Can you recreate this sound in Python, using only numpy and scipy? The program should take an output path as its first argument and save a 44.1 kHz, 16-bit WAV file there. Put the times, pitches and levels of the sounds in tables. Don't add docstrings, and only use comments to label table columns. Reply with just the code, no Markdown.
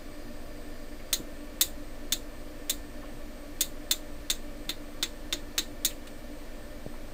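import sys
import numpy as np
from scipy import signal
from scipy.fft import rfft, irfft
from scipy.io import wavfile
from scipy.ndimage import uniform_filter1d

SR = 44100
rng = np.random.default_rng(int(sys.argv[2]) if len(sys.argv) > 2 else 0)


def pcm_store(signal):
    levels = np.round(np.clip(np.atleast_2d(signal), -1, 1) * 32767)
    wavfile.write(sys.argv[1], SR, levels.astype(np.int16).T)


N = 314502
EDGE_HZ = 15550


# (t/s, nominal level/dB before landing colour, firmness 0-1, f/Hz of the soft-landing dip)
STEPS = [(1.129, -25.5, 0.82, 9900), (1.611, -23.5, 1, 11000), (2.1225, -26, 0.71, 11000),
         (2.6964, -28, 0.9, 11000), (3.6083, -26, 0.91, 11000), (3.9111, -25, 0.77, 11000),
         (4.3002, -26.5, .64, 11500), (4.6923, -29.5, 0.13, 7050), (5.0268, -26, .27, 10600),
         (5.326, -27.5, 0.08, 10300), (5.5799, -24, 0.4, 10500), (5.8486, -25.5, 0.94, 11000)]
# (delay t/s, level/dB relative to the snap)
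BENCH_ECHOES = [(.002, 3.5), (.0047, 3), (.0079, -2.5), (0.01, -2.5), (0.013, -1), (0.0197, -14)]


def switch(snap_t60=0.014, rattle_t60=0.11, rattle_db=-8, tick_db=-14, room_db=-15, case_db=-21):
    t, out = np.arange(SR // 3) / SR, np.zeros(N)
    power = dying(t, snap_t60) ** 2
    power = power + (gain_of(rattle_db) * dying(t, rattle_t60)) ** 2
    for delay, db in BENCH_ECHOES:
        power = power + (gain_of(db) * dying(t - delay, snap_t60)) ** 2
    small_modes = scatter(power, count=0)
    for s, db, firmness, dip_hz in STEPS:
        step = snap(power, small_modes) + spring(t)
        step = step + gain_of(tick_db) * contact_tick(t)
        step = step + gain_of(room_db) * room_answer(t)
        step = step + gain_of(case_db) * case_ring(t)
        level = gain_of(db) * np.sqrt(0.032 * SR)
        add(out, s, level * coloured(step, landing(firmness, dip_hz)))
    return out


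# (f/Hz, relative level/dB per Hz)
SNAP_COLOUR = [(200, -26), (1000, -22.5), (1500, -18.5), (3250, -16), (3560, -2), (4200, -9.5),
               (4900, -17.5), (5800, -16), (6700, -8.5), (8700, -13.5), (10000, -15.5), (11100, -24.5),
               (12800, -16.5), (15400, -14.5)]
# (f/Hz, width f/Hz, lift level/dB)
PANEL_MODES = [(1162, 40, 3.8), (1620, 40, 5.4), (1738, 90, 2.7), (1894, 40, 10.5), (2007, 40, 4.6),
               (2077, 60, 8.3), (2336, 40, 5.6), (2573, 40, 7.2), (2772, 40, 3.2), (3057, 60, 5.8),
               (3154, 140, 3.8), (3439, 40, 5.5), (3622, 40, 4.4), (3978, 60, 4.7), (4064, 40, 5.3),
               (4252, 60, 7.5), (4527, 90, 4.5), (4672, 40, 5.6), (5038, 60, 7.1), (5485, 90, 6.4),
               (6314, 60, 8.4), (6524, 60, 4.3), (6616, 40, 6.6), (6782, 90, 6.3), (7466, 40, 6.8),
               (7568, 60, 5.4), (7692, 90, 3.3), (8177, 60, 5.1)]


def snap(power, small_modes):
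    blow = scatter(power, count=2) + 0.7 * small_modes
    return unit(coloured(blow, SNAP_COLOUR, PANEL_MODES))


# (f/Hz, relative level/dB per Hz)
TICK_COLOUR = [(300, -13), (700, -41.5), (1300, -1), (2400, -0.5), (4000, 5.5), (9000, -13), (15000, -41)]


def contact_tick(t, t60=0.0035):
    return unit(coloured(scatter(dying(t, t60) ** 2, count=4), TICK_COLOUR))


# (f/Hz, level/dB relative to the snap, decay t60 t/s)
SPRING_MODES = [(3644, -8.5, 0.0098), (4080, -16.5, 0.021)]


def spring(t):
    out = np.zeros(len(t))
    for hz, db, t60 in SPRING_MODES:
        ring = np.sin(2 * np.pi * hz * t) * t * dying(t, t60)
        out += gain_of(db) * unit(ring)
    return out


def case_ring(t, hz=335, t60=0.09):
    pitch = hz * rng.uniform(0.98, 1.04)
    return unit(np.sin(2 * np.pi * pitch * t) * t * dying(t, t60))


# (f/Hz, relative level/dB per Hz)
ROOM_RETURN = [(400, -24), (2000, -5.5), (3100, -4.5), (3700, 4), (4400, -2.5), (6000, -16), (7200, -5.5),
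               (9000, -12.5), (11000, -19), (14000, -10)]


def room_answer(t):
    return unit(coloured(room(t), ROOM_RETURN))


# (f/Hz, t60 t/s)
ROOM_DECAY = [(300, 0.52), (2000, 0.14), (4000, 0.17), (8000, 0.24), (15000, 0.18)]


def room(t, build_s=0.02):
    hz, when, z = signal.stft(rng.standard_normal(len(t)), SR, nperseg=256)
    fade = gain_of(-60 * when / read(ROOM_DECAY, hz)[:, None])
    tail = signal.istft(z * fade, SR, nperseg=256)[1][:len(t)]
    return unit(tail * (1 - np.exp(-(t / build_s) ** 2)))


PIVOT_HZ, TILT_FROM_HZ = 3650, 1840
SOFT_DB_PER_OCTAVE, FIRM_DB_PER_OCTAVE = -2.7, 3.5
DIP_DB, DIP_OCTAVES = 6.5, 0.52


def landing(firmness, dip_hz):
    hz = np.geomspace(TILT_FROM_HZ, EDGE_HZ, 40)
    tilt = SOFT_DB_PER_OCTAVE + firmness * (FIRM_DB_PER_OCTAVE - SOFT_DB_PER_OCTAVE)
    dip = DIP_DB * max(1 - firmness, 0) * np.exp(-(np.log2(hz / dip_hz) / DIP_OCTAVES) ** 4)
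    return np.column_stack([hz, tilt * np.log2(hz / PIVOT_HZ) - dip])


def cam_slide(lead_s=0.002, slide_db=-22):
    out, size = np.zeros(N), round(lead_s * SR)
    for s, db, *_ in STEPS:
        scrape = evened(coloured(rng.standard_normal(size), SNAP_COLOUR))
        add(out, s - lead_s, gain_of(db + slide_db) * scrape * np.linspace(0, 1, size))
    return out


# (t/s, nominal level/dB at the swell's peak, centre f/Hz, time to peak t/s)
FINGER_BRUSHES = [(.995, -53, 2220, .006), (1.195, -35.5, 292, 0.0064), (3.026, -48, 1000, .009),
                  (3.04, -56, 2200, 0.02), (4.664, -40, 170, 0.0056), (5.897, -47.5, 2700, 0.0099),
                  (6.938, -51.5, 950, 0.0063)]


def brushes(width=0.7):
    t, out = np.arange(SR // 4) / SR, np.zeros(N)
    for s, db, centre, peak_s in FINGER_BRUSHES:
        swell = t / peak_s * np.exp(1 - t / peak_s)
        add(out, s, gain_of(db) * band(len(t), centre, width * centre) * swell)
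    return out


# (f/Hz, relative level/dB per Hz)
KNOCK_COLOUR = [(40, -15), (140, 4), (300, -3), (620, -3), (800, -14), (1200, -41), (3000, -58)]


def knock(s=6.8635, peak_db=-24.5):
    out = np.zeros(N)
    thud = coloured(signal.unit_impulse(SR // 4), KNOCK_COLOUR)
    add(out, s, gain_of(peak_db) * thud / abs(thud).max())
    return out


# (f/Hz, relative level/dB per Hz)
RELEASE_COLOUR = [(800, -6), (2000, 1), (4000, 0), (5500, -10), (8000, -5), (11000, -15), (15000, -14)]


def release(s=6.0715, db=-42.5, t60=0.083):
    t, out = np.arange(SR // 4) / SR, np.zeros(N)
    noise = evened(coloured(rng.standard_normal(len(t)), RELEASE_COLOUR))
    add(out, s, gain_of(db) * noise * dying(t, t60))
    return out


# (f/Hz, relative level/dB per Hz)
AIR_COLOUR = [(20, 4), (36, 2.5), (60, -2.5), (90, -9), (125, -10), (160, -18.5), (230, -9.5), (420, -15.5),
              (800, -20.5), (2100, -24), (2700, -26.5), (8000, -34.5), (11000, -39), (14000, -37.5)]
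# (f/Hz, width f/Hz, lift level/dB)
AIR_MODES = [(241.6, 22.5, 7.5), (291, 12.2, 10), (329, 70, 3.5), (507, 91, 8), (590.6, 52, 10),
             (670, 128, 5.5), (1147, 30, 6.5), (1781, 89, 8), (2320, 86, 5), (4246, 96, 6.5),
             (4690, 200, 4)]


def air(db=-45):
    hz = np.fft.rfftfreq(N, 1 / SR)
    colour = gain_of(read(AIR_COLOUR, hz) + lifts(AIR_MODES, hz))
    low_cut = hz / (hz + 10)
    rush = irfft(rfft(rng.standard_normal(N)) * colour * low_cut, N)
    return gain_of(db) * evened(rush)


# (mean f/Hz, nominal rms level/dB)
HUM_TONES = [(18.4, -41), (36.6, -55), (55, -61.5), (120, -64), (219, -70.5), (290.7, -56), (299.7, -55),
             (363, -66.5), (597.5, -63), (1785, -72.5)]


def hum(wander_hz=0.528, waver_db=1.36):
    t, out = np.arange(N) / SR, np.zeros(N)
    for hz, db in HUM_TONES:
        level = gain_of(db + waver_db * drift(4.2))
        wander = wander_hz * np.cumsum(drift(2.0)) / SR
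        out += level * np.sin(2 * np.pi * (hz * t + wander + rng.random()))
    return np.sqrt(2) * out


# (f/Hz, rms level/dB)
WHINE_TONES = [(8102, -67), (13948, -70.5)]


def whine():
    t = np.arange(N) / SR
    return np.sqrt(2) * sum(gain_of(db) * np.sin(2 * np.pi * hz * t) for hz, db in WHINE_TONES)


def whir(hz=4800, width_hz=250, db=-68, until_s=1.3):
    fade = np.clip((until_s - np.arange(N) / SR) / 0.2, 0, 1)
    return gain_of(db) * band(N, hz, width_hz) * fade


def gain_of(db):
    return 10 ** (np.asarray(db) / 20)


def evened(x):
    return x / np.sqrt(np.mean(x ** 2) + 1e-20)


def unit(x):
    return x / np.linalg.norm(x)


def read(points, hz):
    f, value = np.transpose(points)
    return np.interp(np.log(hz + 1), np.log(f + 1), value)


def add(mix, s, sound):
    part = mix[round(s * SR):][:len(sound)]
    part += sound[:len(part)]


def lifts(peaks, hz):
    return sum(lift / (1 + (2 * (hz - f) / width) ** 4) for f, width, lift in peaks)


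def coloured(x, points, peaks=(), size=8192):
    hz = abs(np.fft.fftfreq(size, 1 / SR))
    log_gain = np.log(gain_of(read(points, hz) + lifts(peaks, hz)))
    taps = np.fft.ifft(np.exp(signal.hilbert(log_gain).conj())).real
    return signal.fftconvolve(x, taps[:size // 2])[:len(x)]


def dying(t, t60):
    return (t >= 0) * np.exp(-np.log(1000) * np.maximum(t, 0) / t60)


def scatter(power, count=10, size=31):
    burst = rng.standard_normal(len(power)) * np.sqrt(power)
    for _ in range(count):
        burst = irfft(np.exp(1j * np.angle(rfft(burst))), len(power))
        burst *= np.sqrt(power / (abs(uniform_filter1d(burst ** 2, size)) + 1e-14))
    return unit(burst)


def band(size, hz, width):
    f = np.fft.rfftfreq(size, 1 / SR)
    resonance = 1 / (1 + (2 * (f - hz) / width) ** 2)
    return evened(irfft(rfft(rng.standard_normal(size)) * resonance, size))


def drift(hz):
    smoothing = np.exp(-(np.fft.rfftfreq(N, 1 / SR) / hz) ** 2)
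    return evened(irfft(rfft(rng.standard_normal(N)) * smoothing, N))


def scene():
    hand = cam_slide() + brushes() + knock() + release()
    background = air() + hum() + whine() + whir()
    return (switch() + hand + background)[None]


def record(dry):
    taps = signal.firwin(255, EDGE_HZ, window=("kaiser", 8), fs=SR)
    return signal.oaconvolve(dry, taps[None], "same")


dry = scene()
out = record(dry)
pcm_store(out)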